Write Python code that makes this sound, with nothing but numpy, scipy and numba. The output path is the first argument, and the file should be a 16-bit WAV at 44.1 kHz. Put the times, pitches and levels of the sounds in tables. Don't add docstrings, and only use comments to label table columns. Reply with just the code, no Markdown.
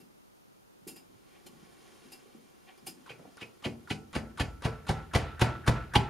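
import sys
import numpy as np
from scipy import signal
from scipy.fft import rfft, irfft, next_fast_len
from scipy.io import wavfile
from scipy.ndimage import uniform_filter1d
from numba import njit

SR = 44100
rng = np.random.default_rng(int(sys.argv[2]) if len(sys.argv) > 2 else 0)


def to_wav(sig):
    pcm = np.clip(np.atleast_2d(sig), -1, 1) * 32767
    pcm = np.round(pcm).astype(np.int16)
    wavfile.write(sys.argv[1], SR, pcm.T)


N = 268585

# pitch_hz, level_db
AIR_TONE = [(15, -100), (25, -7.5), (160, -4), (183, -3.5), (482, -8), (666, -10.5), (826, -10), (997, -10),
            (1080, -13.5), (1340, -11), (1660, -17), (6550, -19.5), (12800, -20.5), (15500, -26)]
CLOTH_TONE = [(100, 0.5), (380, 13), (700, 2.5), (2000, 2), (5000, -4), (8000, -5), (10500, -6.5),
              (15000, -32)]
STEEL_TONE = [(40, -64), (150, -57), (300, 15), (900, -21.5), (2800, 10.5), (6000, 13.5), (8000, 21),
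              (11000, 22.5), (15000, 15)]
KNOCK_TONE = [(200, 2), (700, -2), (1150, 2), (1450, -14), (2100, -33), (4000, -17), (10000, -15),
              (15000, -45)]
GYPSUM_TONE = [(200, 0), (400, -5.5), (600, -8), (850, -6), (1400, -11.5), (2000, -9.5), (3200, -16),
               (3700, -16.5), (4600, -23.5), (6000, -36.5), (8000, -38.5), (10000, -40.5), (15500, -60)]
# pitch_hz, fade_s
ROOM_FADE = [(100, 0.73), (400, 0.58), (1200, 0.29), (3000, 0.17), (7000, 0.3), (14000, 0.12)]
# time_s, level_db
SLEEVE_LEVELS = [(.75, -81.5), (1.3, -69), (1.95, -62), (2.55, -69.5), (3.3, -67.5), (4, -71.5)]
# start_s, relative_level_db, pitch_hz
SOFT_BUMPS = [(.001, -58.5, 268), (.812, -67, 180), (0.867, -47, 295), (0.959, -65, 298),
              (1.096, -63.5, 270), (1.142, -64, 177), (1.459, -60, 243), (1.491, -62, 266),
              (1.527, -58.5, 229), (1.555, -67, 300), (1.627, -59, 189), (1.654, -69, 327),
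              (1.79, -66, 310), (2.051, -57, 256), (2.12, -61, 312), (2.256, -62, 416), (2.348, -51.5, 274),
              (2.825, -58.5, 188), (2.879, -51.5, 292), (2.971, -57, 260)]
# peak_s, level_db, rise_s
TIP_GRAZES = [(1.36, -66.5, 0.048), (2.689, -58, 0.015)]
# start_s, relative_level_db, treble_db, fade_s, blade_ring_db
SAW_CLINKS = [(0.001, -65, -16, 0.021, -4.5), (0.874, -46, -6, 0.026, -2.5), (0.959, -55, -11, 0.024, -1.5),
              (1.464, -54.5, -23, 0.01, -13), (2.119, -51.5, -9.5, 0.025, -1),
              (2.776, -66, -21, 0.0084, -7), (2.866, -42.5, -12.5, 0.019, -6.5)]
# pitch_hz, level_db, ring_s (time to fade by 60 dB)
BLADE_NOTES = [(900, -14, .04), (2600, -9, .03), (2730, -8, .03), (2850, -7, .04), (3400, -9, .025),
               (3850, -8, .025), (4750, -4, .03), (5030, 0, .045), (5200, -5, .03), (7040, -2, .06),
               (8750, -3, .025), (9350, 2, .03), (10100, -1, .03), (11600, 1, .035)]
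SHEET_NOTES = [(46, -12, .4), (61, -5, .22), (77, -1, .22), (96, -4, .18), (118, -1, .27), (139, -6, .14),
               (155, 0, .15), (184, -9, .18), (222, -6, .28), (255, -6, .14), (300, -14, .3)]
METAL_NOTES = [(679, -8, .4), (1335, 1, .5), (1464, -4, .45), (1660, -5, .4), (1986, -9, .4),
               (2331, -9, .35)]
BOARD_NOTES = [(400, 1, .14), (455, -1, .12), (567, -8, .1), (679, -7, .12), (796, 0, .1), (899, 1, .15),
               (1000, 1, .13), (1155, -1, .12), (1561, 0, .1), (1780, -1, .08), (2010, 2, .09),
               (2207, 0, .09), (2350, 5, .06), (2530, 6, .07), (2984, 5, .05), (3140, 8, .05),
               (3234, 7, .05), (3440, 7, .05), (4200, 7, .06), (4670, 9, .06)]
# start_s, level_db
BLADE_SCUFFS = [(3.188, -54.5), (3.207, -58), (3.245, -52), (3.269, -57.5)]
SAW_STROKES = [ (3.093, -53, 234, 0.014, -52.5, 430, -43, -60.5, -10, -7, 0.02, 0.033, -61.5, -55.5, -71.5, 0.087),
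               (3.41, -52, 243, 0.012, -52, 453, -39.5, -56, -22, -10.5, 0.022, 0.039, -59.5, -57, -76, 0.096),
               (3.643, -35.5, 217, 0.02087, -38, 408, -33, -48.5, -13, -8.5, 0.018, 0.02, -61, -57, -74, .11),
               (3.902, -35, 189, 0.01, -41.5, 427, -32, -45.5, -17, -1.5, 0.016, 0.028, -62.5, -52.5, -65.5, 0.08),
               (4.151, -33.5, 147, 0.014, -36.5, 447, -34.5, -46.5, -11.5, 11, 0.014, 0.022, -51, -50, -58.5, 0.089),
               (4.398, -30.5, 120, 0.0095, -36, 490, -29.5, -41.5, -11, 4, 0.0078, .024, -51.5, -44.5, -58, 0.13),
               (4.645, -29, 116, 0.011, -34.5, 474, -37, -45.5, -11, -3.5, 0.015, 0.024, -50, -50, -52, 0.063),
               (4.888, -28, 119, .011, -31, 554, -40, -42.5, -23, -2.5, 0.014, .021, -51, -49, -50, 0.093),
               (5.148, -24.5, 111, 0.00824, -28.5, 590, -28.5, -38, -8, 10, .012, 0.013, -43.5, -38.5, -47, 0.174),
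               (5.413, -23.5, 116.5, 0.0079, -26.5, 660, -27.5, -37, -15, 6, 0.0085, 0.019, -47, -43, -43, .1),
               (5.676, -22.5, 114, 0.0082, -27.5, 674, -30, -37.5, -16, 15, 0.007, 0.012, -45, -41.5, -43, 0.1),
               (5.954, -23.5, 139, 0.0116, -23.5, 810, -21, -35.5, -21, -5, 0.0077, 0.018, -45.5, -37, -47.5, 0.1)]
# push_db, ring_db
RING_BY_PUSH = [(-25.5, -3.5), (-17, 2.5)]
# push_db, drag_db
DRAG_BY_PUSH = [(-34, -73), (-25.5, -44), (-15, -61.5)]
# push_db, crack_db
CRACK_BY_PUSH = [(-41, -55.5), (-29, -46), (-21, -33)]


def undb(db):
    return 10 ** (np.asarray(db) / 20)


def look_up(table, x):
    return np.interp(x, *np.transpose(table))


def at_pitch(table, hz):
    pitches, values = np.transpose(table)
    return np.interp(np.log(hz + 1), np.log(pitches), values)


def colour(x, tone):
    n = next_fast_len(2 * len(x), True)
    gains = undb(at_pitch(tone, np.fft.rfftfreq(n, 1 / SR)))
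    cepstrum = irfft(np.log(gains), n)
    cepstrum[1:n // 2] *= 2
    cepstrum[n // 2 + 1:] = 0
    return irfft(rfft(x, n) * np.exp(rfft(cepstrum)), n)[:len(x)]


def band(x, lo_hz, hi_hz, order=2):
    edges = [lo_hz, min(hi_hz, SR / 2 - 100)]
    return signal.sosfilt(signal.butter(order, edges, "band", fs=SR, output="sos"), x)


@njit
def sweep(x, hz, width):
    out, band_state, low_state = np.empty(len(x)), 0., 0.
    for i in range(len(x)):
        g = np.tan(np.pi * hz[i] / SR)
        passed = (band_state + g * (x[i] + 1e-18 - low_state)) / (1 + g * (g + width))
        band_state = 2 * passed - band_state
        low_state += 2 * g * passed
        out[i] = width * passed
    return out


def give_pitch(x, hz, width, unpitched_db):
    return sweep(sweep(x, hz, width), hz, width) + undb(unpitched_db) * x


def ring(x, notes):
    t = np.arange(len(x)) / SR
    response = sum(undb(db) * np.sin(2 * np.pi * hz * t) * np.exp(-np.log(1000) * t / ring_s)
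                   for hz, db, ring_s in notes)
    return signal.fftconvolve(x, response)[:len(x)]


def burst(x, db=0):
    return x * undb(db) / np.sqrt(uniform_filter1d(x * x, int(.03 * SR)).max())


def steady(x):
    return x / np.sqrt(np.mean(x * x))


def grains(count, spread_db):
    sizes = undb(spread_db * rng.standard_normal(count // 32 + 1))
    return steady(np.repeat(sizes, 32)[:count] * rng.standard_normal(count))


def tremble(count, rate_hz, depth_db):
    wander = signal.sosfilt(signal.butter(2, rate_hz, fs=SR, output="sos"), rng.standard_normal(count))
    return undb(depth_db * steady(wander))


def swell(t, rise_s, fall_s):
    return np.exp(np.minimum(t, 0) / rise_s - np.maximum(t, 0) / fall_s)


def bite_shape(t, rise_s, length_s):
    return np.exp(np.minimum(t, 0) / rise_s - (np.maximum(t, 0) / length_s) ** 2)


def falling_pitch(t, first_hz, last_hz, fall_s):
    return last_hz + (first_hz - last_hz) * np.exp(-(np.maximum(t, 0) / fall_s) ** 2)


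def add(track, start_s, x):
    start = int(start_s * SR)
    x = x[max(-start, 0):N - start]
    track[max(start, 0):max(start, 0) + len(x)] += x


def air():
    mid, side = (steady(colour(rng.standard_normal(N), AIR_TONE)) for _ in range(2))
    side = colour(side, [(60, 1.5), (300, 13.5), (3000, 3.0), (12000, -5.5)])
    return undb(-67.5) * np.array([mid + side, mid - side])


def room(x, tail_db, early_db, side_early_db):
    t = np.arange(int(.7 * SR)) / SR
    edges = np.geomspace(40, 16000, 11)
    fade_in = np.clip((t - .002) / .00062, 0, 1)

    def echoes(scatter_db):
        noise, tail = rng.standard_normal(len(t)), 0
        for lo, hi in zip(edges, edges[1:]):
            fade_s = at_pitch(ROOM_FADE, np.sqrt(lo * hi))
            tail += band(noise, lo, hi, order=3) * np.exp(-np.log(1000) * t / fade_s)
        early = band(rng.standard_normal(len(t)), 170, 17000) * np.exp(-t / .0038)
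        response = (undb(tail_db) * tail + undb(scatter_db) * early) * fade_in / np.sqrt(SR / 20)
        return signal.fftconvolve(x, response)[:N]

    mid = x + echoes(early_db)
    side_tone = [(60, -16), (130, -19), (260, -10), (500, -11), (2000, -9.5), (7000, -10), (12000, -5)]
    side = colour(echoes(side_early_db), side_tone)
    return np.array([mid + side, mid - side])


def bumps():
    out, t = np.zeros(N), np.arange(SR // 5) / SR
    for start_s, db, hz in SOFT_BUMPS:
        thud = band(np.sin(2 * np.pi * hz * t) * swell(t - .002, .0017, .0071), 142, 640)
        scuff = band(rng.standard_normal(len(t)) * np.exp(-t / .034), hz * .6, hz * 1.17)
        add(out, start_s, burst(burst(thud, -.58) + burst(scuff), db + 1))
    return out


def sleeves():
    level = undb(look_up(SLEEVE_LEVELS, np.arange(N) / SR))
    return level * steady(colour(grains(N, .86), CLOTH_TONE)) * tremble(N, 23, .83)


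def boots(peak_s=1.71, level_db=-66.5):
    t = np.arange(N) / SR
    return undb(level_db) * swell(t - peak_s, .4, .08) * steady(band(grains(N, 2.4), 46, 287))


def grazes():
    t = np.arange(N) / SR
    touch = sum(undb(db) * swell(t - peak_s, rise_s, .026) for peak_s, db, rise_s in TIP_GRAZES)
    scratch = steady(band(grains(N, 3), 1500, 3130))
    rub = steady(band(grains(N, 3.1), 180, 860))
    return touch * (scratch + undb(-3) * rub)


def clinks():
    out, t = np.zeros(N), np.arange(SR // 3) / SR - .01
    for start_s, db, treble_db, fade_s, ring_db in SAW_CLINKS:
        chatter = grains(len(t), 1) * swell(t - .002, .0025, fade_s)
        clink = burst(colour(chatter, STEEL_TONE)) + burst(ring(chatter, BLADE_NOTES), ring_db)
        clink = colour(clink, [(2000, 0), (10000, treble_db)])
        add(out, start_s + t[0], burst(clink, db - 1.5))
    return out


def metal_ring(hold_s=.077, detune=.0015):
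    out, t = np.zeros(N), np.arange(SR) / SR - .02
    for bite_s, *_, length_s, _, _, _, metal_db, free_delay_s in SAW_STROKES:
        shake = np.exp(-((t - length_s) * 5000) ** 2)
        notes = np.array(METAL_NOTES) * [1 + detune * rng.standard_normal(), 1, 1]
        ringing = ring(ring(shake, notes), notes) * tremble(len(t), 70, 2.5)
        freedom = .22 + .78 * np.exp(-((t - free_delay_s) / hold_s) ** 6)
        rattle = band(grains(len(t), 1.7), 710, 1900) * swell(t - .085, .16, .065)
        rattle *= tremble(len(t), 30, 1.8)
        add(out, bite_s + t[0], burst(ringing * freedom, metal_db) + burst(rattle, metal_db - 2))
    return out


def sheet_booms(detune=.028):
    out, t = np.zeros(N), np.arange(SR) / SR - .02
    for bite_s, push_db, hz, delay_s, *_ in SAW_STROKES:
        phase = 2 * np.pi * hz * (t - delay_s)
        shove = -phase * np.exp(-phase * phase / 2)
        judder = band(rng.standard_normal(len(t)), hz * .65, hz * 1.9) * swell(t - delay_s, .006, .022)
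        force = burst(shove) + burst(judder, -.78)
        notes = [(f * (1 + detune * rng.standard_normal()), db, ring_s) for f, db, ring_s in SHEET_NOTES]
        boom = burst(ring(force, notes), look_up(RING_BY_PUSH, push_db)) + burst(force, -.49)
        lowest_hz = np.interp(push_db, [-35, -33], [90, 38])
        add(out, bite_s + t[0], burst(band(boom, lowest_hz, 700), push_db + 1.8))
    return out


def scuffs():
    out, t = np.zeros(N), np.arange(SR // 5) / SR
    for start_s, db in BLADE_SCUFFS:
        scuff = colour(grains(len(t), 3.2), GYPSUM_TONE) * swell(t - .006, .0025, .015)
        add(out, start_s, burst(band(scuff, 180, 750), db))
    return out


def drags():
    out, t = np.zeros(N), np.arange(SR // 3) / SR
    for bite_s, push_db, *_ in SAW_STROKES:
        scrape = grains(len(t), 2.8) * swell(t - .041, .056, .085) * tremble(len(t), 45, 1.2)
        scrape = band(colour(scrape, GYPSUM_TONE), 1050, 7800)
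        add(out, bite_s, burst(scrape, look_up(DRAG_BY_PUSH, push_db)))
    return out


def run_ups(turn_ahead_s=.031, chirp_hz=1570, hiss_growth_db=5):
    out, t = np.zeros(N), np.arange(SR // 6) / SR - .05
    for bite_s, push_db, *_, run_up_s, slide_db, squeak_db, _, _ in SAW_STROKES:
        chirp = band(grains(len(t), 2), chirp_hz / 1.13, chirp_hz * 1.13) * np.exp(-(t / .009) ** 2)
        chirp_db = push_db + np.interp(push_db, [-30, -24], [-40, -31])
        add(out, bite_s - turn_ahead_s + t[0], burst(chirp, chirp_db))
        knock = colour(grains(len(t), 6.9) * (t > 0) * swell(t, .001, .013), KNOCK_TONE)
        sliding = (t > 0) * np.exp(-np.maximum(t - run_up_s, 0) / .004)
        speed = undb(hiss_growth_db * np.clip(t / run_up_s, 0, 1))
        hiss = band(colour(grains(len(t), 2.2) * sliding * speed, GYPSUM_TONE), 2450, 12000, order=1)
        squeak_hz = falling_pitch(t, 1500, 975, .43 * run_up_s) * (1 + .046 * rng.standard_normal())
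        rub = grains(len(t), 1.5) * sliding * swell(t, .001, .27)
        squeak = give_pitch(rub, squeak_hz * tremble(len(t), 125, .67), width=.3, unpitched_db=-28)
        squeak = burst(band(squeak, 550, 7000), squeak_db)
        add(out, bite_s - run_up_s + t[0], burst(hiss, slide_db) + burst(knock, slide_db - .5) + squeak)
    return out


def cracks(delay_s=.003, fade_s=.0033):
    out, t = np.zeros(N), np.arange(SR // 20) / SR
    for bite_s, push_db, *_ in SAW_STROKES:
        snap = band(colour(grains(len(t), 1.5) * np.exp(-t / fade_s), GYPSUM_TONE), 680, 6900)
        add(out, bite_s + delay_s, burst(snap, look_up(CRACK_BY_PUSH, push_db)))
    return out


def teeth(teeth_per_s=369.7):
    out, t = np.zeros(N), np.arange(SR // 3) / SR - .04
    for bite_s, _, _, _, *cutting in SAW_STROKES:
        crunch_db, crunch_end_hz, bite_db, sizzle_db, crumbs_db, unpitched_db, length_s, *_ = cutting
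        tooth_phase = np.cumsum(teeth_per_s * tremble(len(t), 200, 3)) / SR % 1
        catching = .65 + np.exp(-tooth_phase / .25)
        biting = bite_shape(t - .001, .002, length_s) * catching
        crumbs = undb(crumbs_db) * swell(t - .012, .005, .023) * tremble(len(t), 130, 3)
        stopping = bite_shape(t - .3 * length_s, .002, 1.35 * length_s)
        crunch = band(grains(len(t), 3.8) * (stopping + 2.2 * crumbs), 304, 1730, order=3)
        rasp = band(grains(len(t), 2.1) * (biting + crumbs), 1300, 5500, order=3)
        sizzling = swell(t - .29 * length_s, .38 * length_s, 1.2 * length_s) * catching
        grit = band(grains(len(t), 2.2) * (sizzling + crumbs), 5500, 15500, order=3)
        cut = burst(colour(grit, GYPSUM_TONE), sizzle_db)
        crunch_hz = falling_pitch(t, 995, crunch_end_hz, .011)
        rasp_hz = falling_pitch(t, 3200, 2400, .017)
        crunch = give_pitch(colour(crunch, GYPSUM_TONE), crunch_hz, .32, unpitched_db)
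        rasp = give_pitch(colour(rasp, GYPSUM_TONE), rasp_hz, .51, unpitched_db)
        for part, ring_db, db in [(crunch, -7, crunch_db), (rasp, -3, bite_db - 6)]:
            cut += burst(burst(part) + burst(ring(part, BOARD_NOTES), ring_db), db)
        add(out, bite_s + t[0], cut)
    return out


def scene():
    handling = bumps() + sleeves() + boots() + grazes() + clinks()
    ceiling = metal_ring() + sheet_booms()
    sawing = scuffs() + drags() + run_ups() + cracks() + teeth()
    return (air()
            + room(handling, tail_db=-3.5, early_db=17.5, side_early_db=22.5)
            + room(ceiling, tail_db=-6, early_db=-15, side_early_db=22)
            + room(sawing, tail_db=-3, early_db=-39, side_early_db=21.5))


def record(dry):
    dipped = dry - .75 * band(dry, 7600, 8100, order=1)
    return signal.sosfilt(signal.ellip(8, .2, 70, 15500, fs=SR, output="sos"), dipped)


dry = scene()
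out = record(dry)
to_wav(out)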